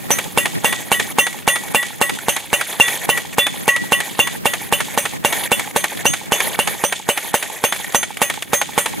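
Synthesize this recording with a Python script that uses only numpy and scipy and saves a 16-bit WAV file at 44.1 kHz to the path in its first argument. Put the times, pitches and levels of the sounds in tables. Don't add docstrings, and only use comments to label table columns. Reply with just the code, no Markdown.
import sys
import numpy as np
from scipy import signal
from scipy.fft import rfft, irfft
from scipy.io import wavfile
from scipy.ndimage import uniform_filter1d

SR = 44100
rng = np.random.default_rng(int(sys.argv[2]) if len(sys.argv) > 2 else 0)


def wav_record(signal):
    frames = np.transpose(np.atleast_2d(signal))
    bounded = np.clip(frames, -1, 1)
    quanta = np.round(bounded * 32767).astype(np.int16)
    wavfile.write(sys.argv[1], SR, quanta)


N = 396900
T = np.arange(N) / SR

# t/s, level/dB
OUTDOOR_LEVEL = [(0, -28), (2.3, -35.5), (4.3, -31), (6.5, -33), (7.4, -41), (9, -31.5)]
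# f/Hz, density/dB
TRAFFIC_SPECTRUM = [(40, -4.5), (180, 1), (800, -20.5), (3500, -21.5), (5200, -26), (16000, -20)]
# f/Hz, density/dB
WIND_SPECTRUM = [(40, -8), (165, 7), (800, -11.5), (16000, -34)]
# f/Hz, density/dB
BODY_SPECTRUM = [(180, -17), (400, -10), (1300, -5), (2500, -4), (3800, -10.5), (5160, -15.5),
                 (6300, -17.5), (7700, -9), (10900, -6.5), (16000, -25.5)]
# f/Hz, width/Hz, boost/dB
BODY_CAVITIES = [(826, 76, 6), (1850, 124, 7.5), (2256, 78, 7.5), (3450, 520, 5.5), (6504, 700, 10)]
# t/s, bang/dB, anvil ring/dB, rings near 6 kHz/dB, valve open/s
FIRINGS = [(0.1053, -4.5, -42, -16.5, 0.23), (0.375, -3, -26, -34, 0.29), (0.6449, -3, -29.5, -34, 0.26),
           (0.9166, -2.5, -25.5, -98, 0.21), (1.1849, -2.5, -22.5, -18.5, 0.27),
           (1.4766, -1, -22, -19.5, 0.25), (1.7467, -3, -22, -40, 0.25), (2.0138, -2.5, -25.5, -48, 0.34),
           (2.284, -5.5, -32, -20.5, 0.37), (2.53, -5, -27, -30, 0.26), (2.799, -2, -17, -23.5, 0.26),
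           (3.091, -3.5, -23.5, -28, 0.26), (3.383, -1, -21.5, -26, 0.28), (3.6793, -2.5, -27, -23, 0.25),
           (3.921, -2, -22, -25, 0.33), (4.1915, -4, -20.5, -25, 0.2), (4.456, -3, -29.5, -35, 0.24),
           (4.725, -2.5, -27, -25, 0.23), (4.9759, -4.5, -31, -27, 0.2), (5.248, -2.5, -28.5, -25, 0.23),
           (5.517, -2, -29.5, -38, 0.2), (5.7617, -3, -39, -27, 0.27), (6.0547, -3, -26.5, -18, 0.232),
           (6.3204, -3, -26.5, -19, 0.24), (6.59, -4.5, -30.5, -34, 0.24), (6.8387, -3.5, -37, -20.5, 0.27),
           (7.0892, -2.5, -30, -32, 0.23), (7.3412, -2, -32, -26, 0.34), (7.6395, -2, -34, -23, 0.36),
           (7.9465, -2, -35, -23, 0.26), (8.2168, -1, -35.5, -27, 0.38), (8.5324, -2, -49, -24, 0.41),
           (8.7781, -3, -40, -26.5, 0.23)]
# f/Hz, level/dB, t60/s, left minus right/dB
CHAMBER_MODES = [(246, -12.5, 0.031, 3), (502, -7.5, 0.027, -9.5), (873, 3.5, 0.014, -8.5),
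                 (1074, -5, 0.019, -4.5), (1471, -14.5, 0.051, -5.5)]
MODE_HZ = [576, 1109, 1936, 2762, 2988, 3477, 6000, 6375, 6497, 7730, 8755, 8925, 9262, 9950, 10210, 10760,
           11010, 12325, 15210, 15400]
# level in group/dB, t60/s
MODE_LEVEL_T60 = [(5.5, 0.086), (-12, 0.36), (9.5, 0.63), (18.5, 0.097), (3, 0.15), (-2.5, 0.66), (0, 0.14),
                  (-6.5, 0.51), (-12.5, 0.61), (-26, .6), (-7, 0.1), (-11, 0.52), (-14, 0.99), (-16.5, 0.2),
                  (-15, 0.24), (-17, 1), (-16, 0.14), (-30, 0.16), (-10, .13), (-20, 0.24)]
# t/s, level/dB
SLEEVE_LEVEL = [(0.1, -37.5), (0.65, -28), (2.0, -26), (2.28, -39), (2.8, -26.5), (3.38, -30), (3.68, -21),
                (4.2, -30.5), (4.98, -48), (6.05, -40), (7.4, -51), (8.3, -34), (8.8, -38)]
FREE_SLEEVE_S = [.6451, 3.6795]
# t/s, level/dB
TREBLE_LEVEL = [(0.1, -18), (3, -19), (6, -20.5), (6.6, -23.5), (7.6, -18.5), (8.8, -18)]
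# t/s, delay after firing/s
RETURN_DELAY = [(1.2, 0.082), (2.4, .081), (3.2, 0.085), (5.4, 0.078), (6.9, .087), (8.8, .082)]
# t/s, level/dB, f/Hz
KNOCKS = [(1.328, -21.5, 2180), (1.388, -25, 1850), (1.683, -25, 3430), (2.187, -20, 1430),
          (2.727, -21.5, 3600), (2.973, -24, 3220), (4.095, -26, 3150), (4.943, -25, 2370),
          (5.436, -18, 2760), (5.972, -23, 3530), (7.761, -18, 2280), (7.843, -18.5, 1930),
          (8.17, -18, 2080), (8.339, -20, 3670), (8.423, -13, 2700), (3.329, -25, 2760),
          (7.922, -20.5, 6850)]

STRIKE_S = .006


def amp(db):
    return 10 ** (np.asarray(db) / 20)


def unit_rms(x):
    return x / np.sqrt(np.mean(x ** 2))


def curve(times, table):
    return np.interp(times, *np.transpose(table))


def butter(x, order, hz, kind="band"):
    return signal.sosfilt(signal.butter(order, hz, kind, fs=SR, output="sos"), x)


def coloured(spectrum, channels, cavities=()):
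    hz, level_db = np.transpose(spectrum)
    bins_hz = np.fft.rfftfreq(N, 1 / SR) + 1
    db = np.interp(np.log(bins_hz), np.log(hz), level_db)
    for centre_hz, width_hz, boost_db in cavities:
        db += boost_db / (1 + (2 * (bins_hz - centre_hz) / width_hz) ** 2)
    return unit_rms(irfft(rfft(rng.standard_normal((channels, N))) * amp(db), N))


def drift(hz):
    pole = np.exp(-2 * np.pi * hz / SR)
    return unit_rms(signal.lfilter([1], [1, -2 * pole, pole ** 2], rng.standard_normal(N + SR))[SR:])


def pulses(times, db, rise_s, t60_s):
    clicks = np.full(N, 1e-18)
    clicks[np.round(times * SR).astype(int)] = amp(db)
    rise, decay = np.exp(-1 / (rise_s * SR)), amp(-60 / (t60_s * SR))
    return signal.lfilter([1 - rise], [1, -rise], signal.lfilter([1], [1, -decay], clicks))


def add(out, at_s, sound):
    i = round(at_s * SR)
    out[:, i:i + sound.shape[1]] += sound[:, :N - i]


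def traffic_and_wind():
    db = curve(T, OUTDOOR_LEVEL)
    traffic = amp(db - 7 + 2.05 * drift(21)) * coloured(TRAFFIC_SPECTRUM, channels=1)
    wind = amp(db + 4.1 * drift(9.6)) * coloured(WIND_SPECTRUM, channels=1)
    return traffic * amp([[-1.5], [1.5]]) + wind * [[1], [-1]]


def body_noise(side_db):
    mid, side = coloured(BODY_SPECTRUM, channels=2, cavities=BODY_CAVITIES)
    return mid + amp(side_db) * side * [[1], [-1]]


def gas_hiss(times, db):
    flow = uniform_filter1d(amp(np.append(-31.5, db))[np.searchsorted(times, T)], size=250)
    noise, common, out = body_noise(side_db=-10), drift(11), 0
    for band_hz in [(300, 1300), (1300, 2700), (2700, 5200), (5200, 8500), (8500, 16500)]:
        sputter_db = np.clip(3.5 * common + 2.5 * drift(50), -11, 7)
        out += butter(noise, 2, band_hz) * amp(sputter_db)
    return flow * out


def valve(times, open_s, leak_db=-14.5):
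    shut = (T > times[0] - .035) & (T < times[0])
    for shut_s, next_s in zip(times + open_s, np.append(times[1:], T[-1])):
        shut |= (T > shut_s) & (T < next_s)
    return uniform_filter1d(np.where(shut, amp(leak_db), 1.), size=250)


def chatter(gate, ticks_per_s=35, growth_db_per_s=.61):
    position, softness = rng.random((round(ticks_per_s * N / SR), 2)).T
    times = position * T[-1]
    ticks = pulses(times, -29 + growth_db_per_s * times - 16.4 * softness, rise_s=.0005, t60_s=.02)
    return unit_rms(butter(body_noise(side_db=-10), 2, [1500, 4000])) * ticks * gate


def intake_and_exhaust(times, return_s, gate):
    noise = body_noise(side_db=-8)
    dull = unit_rms(butter(noise, 2, 1600, "low"))
    bright = unit_rms(butter(noise, 2, [2800, 8000]))
    rush = pulses(times - .024, db=-27.5, rise_s=.015, t60_s=.18)
    puff = pulses(times + return_s, db=-30, rise_s=.016, t60_s=.48)
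    return dull * rush + bright * gate * puff * amp(2.86 * drift(90))


def bang(times, db):
    out, t = np.zeros((2, N)), T[:SR // 20]
    modes = sum(-amp(mode_db + pan_db * np.array([[.5], [-.5]]) - 60 * t / t60_s)
                * np.sin(2 * np.pi * hz * t) for hz, mode_db, t60_s, pan_db in CHAMBER_MODES)
    for at_s, gain in zip(times, amp(db)):
        add(out, at_s, gain * modes)
    ignition = pulses(times - .009, db - 24, rise_s=.001, t60_s=.2)
    burst = pulses(times, db - 6, rise_s=.000057, t60_s=.034)
    return out + body_noise(side_db=-15) * (ignition + burst)


def steel_ring(times, return_s, sleeve_db, anvil_db, six_khz_db, treble_db, rebound_s=.018):
    out, t = np.zeros((2, N)), T[:SR // 4]
    hz = np.array(MODE_HZ)[:, None]
    mode_db, t60_s = np.transpose(MODE_LEVEL_T60)[:, :, None]
    sleeve, anvil = 2, 3
    groups = [hz < edge_hz for edge_hz in (800, 1500, 2300, 2900, 3200, 5000, 7000)]
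    spread_db = np.where(hz < 2900, 1, 4.5)
    damping_db_per_s = np.where(hz > 5000, 300, 200)
    chance = rng.standard_normal((len(times), 3, len(hz), 1))
    touches = uniform_filter1d(rng.standard_normal((len(times), len(hz), SR // 400 + 1)), size=3)
    for k, at_s in enumerate(times):
        strength, skew, pan = chance[k]
        group_db = np.select(groups, [-21.5, .9 * sleeve_db[k] + 6, sleeve_db[k], anvil_db[k],
                                      .5 * anvil_db[k] - 12, .5 * anvil_db[k] - 16, six_khz_db[k]],
                             treble_db[k])
        envelope = amp(group_db + mode_db + spread_db * strength - 60 * t / t60_s)
        envelope *= 1 - np.exp(-t / .0017)
        damping_db = damping_db_per_s * np.maximum(t - (return_s[k] - STRIKE_S), 0)
        rebound = 1 / (1 + np.exp(-(t - rebound_s * (1 + .1 * skew[0])) / .0015))
        envelope[anvil] *= amp(-3.5 * rebound)
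        if np.isclose(at_s, FREE_SLEEVE_S, atol=.01).any():
            envelope[sleeve] *= 1 - np.exp(-t / .0029)
            damping_db[sleeve] *= .2
        else:
            envelope[sleeve] *= .15 + rebound
        contact = np.repeat(touches[k], 100, axis=1)[:, :len(t)]
        envelope *= amp(5.2 * uniform_filter1d(contact, size=150) - damping_db)
        phase = 2 * np.pi * hz * (1 + .0012 * skew) * t
        mid = (envelope * np.sin(phase)).sum(0)
        side = (envelope * .4 * pan * np.cos(phase)).sum(0)
        add(out, at_s + STRIKE_S, np.array([mid + side, mid - side]))
    crash = pulses(times + STRIKE_S, treble_db + 4.5, rise_s=.0006, t60_s=.06)
    tail = pulses(times, treble_db - 12, rise_s=.003, t60_s=.5)
    return out + body_noise(side_db=-6) * (crash + tail)


def jangle(times, return_s, treble_db, modes=40):
    out, t = np.zeros((2, N)), T[:SR // 8]
    for at_s, db, delay_s in zip(times, treble_db, return_s):
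        pitch, size, pan, life = rng.random((4, modes, 1))
        hz = np.where(pitch < .2, 2300 + 6000 * pitch, 3700 + 11500 * pitch)
        t60_s = .28 * (.19 + life)
        start_db = db - 14.5 + 9.7 * (size - .5)
        damping_db = 250 * np.maximum(t - (delay_s - STRIKE_S), 0)
        envelope = amp(start_db - 60 * t / t60_s - damping_db) * (1 - np.exp(-t / .002))
        rings = envelope * np.sin(2 * np.pi * hz * t)
        add(out, at_s + STRIKE_S, np.array([(rings * (.5 + pan)).sum(0), (rings * (1.5 - pan)).sum(0)]))
    return out


def piston_clack(times, db):
    burst = pulses(times - .003, db + 4.5, rise_s=.0035, t60_s=.046) * amp(drift(310))
    tick = pulses(times, db, rise_s=.0002, t60_s=.015)
    dull = butter(body_noise(side_db=-8.5), 1, 3000, "low")
    return dull * burst + body_noise(side_db=-17) * tick


def wall_echo(bangs, delay_s=.159):
    out = np.zeros_like(bangs)
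    dull = butter(bangs, 1, [760, 900]) + .5 * butter(bangs, 1, [200, 500])
    add(out, delay_s, amp(-23 + .7 * T) * dull)
    return out


def rattle(t60_s=.025):
    times, db, pitch_hz = np.transpose(KNOCKS)
    out, t = np.zeros((2, N)), T[:SR // 20]
    for at_s, gain, hz in zip(times, amp(db - .5), pitch_hz):
        hit = rng.standard_normal((1, len(t))) * amp(-60 * t / t60_s)
        knock = butter(hit, 1, [hz / 1.06, hz * 1.06])
        add(out, at_s, gain * knock / abs(knock).max())
    return out + body_noise(side_db=-10) * pulses(times, db - 2, rise_s=.0006, t60_s=.035)


def scene():
    times, bang_db, anvil_db, six_khz_db, open_s = np.transpose(FIRINGS)
    sleeve_db, treble_db = curve(times, SLEEVE_LEVEL), curve(times, TREBLE_LEVEL)
    return_s = curve(times, RETURN_DELAY)
    clack_scatter, hiss_scatter = rng.standard_normal((len(times), 2)).T
    gate = valve(times, open_s)
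    clacks = piston_clack(times + return_s, db=-11 + 1.5 * clack_scatter)
    bangs = bang(times, bang_db)
    rings = steel_ring(times, return_s, sleeve_db, anvil_db, six_khz_db, treble_db)
    rings += jangle(times, return_s, treble_db)
    gas = gate * gas_hiss(times, db=-29.5 - .39 * times + 5 * hiss_scatter)
    gas += intake_and_exhaust(times, return_s, gate)
    driver = bangs + rings + clacks + gas + rattle() + chatter(gate)
    return driver * amp([[-.6], [.6]]) + wall_echo(bangs) + traffic_and_wind()


def record(dry, ceiling=.87, stopband_hz=16500):
    bass = butter(dry.mean(0), 2, 320, "low")
    thinned = dry - .64 * bass + .023 * bass * [[-1], [1]]
    thinned = butter(thinned, 2, 80, "high")
    clipped = ceiling * np.tanh(thinned / ceiling)
    return signal.sosfilt(signal.cheby2(14, 70, stopband_hz, fs=SR, output="sos"), clipped)


dry = scene()
out = record(dry)
wav_record(out)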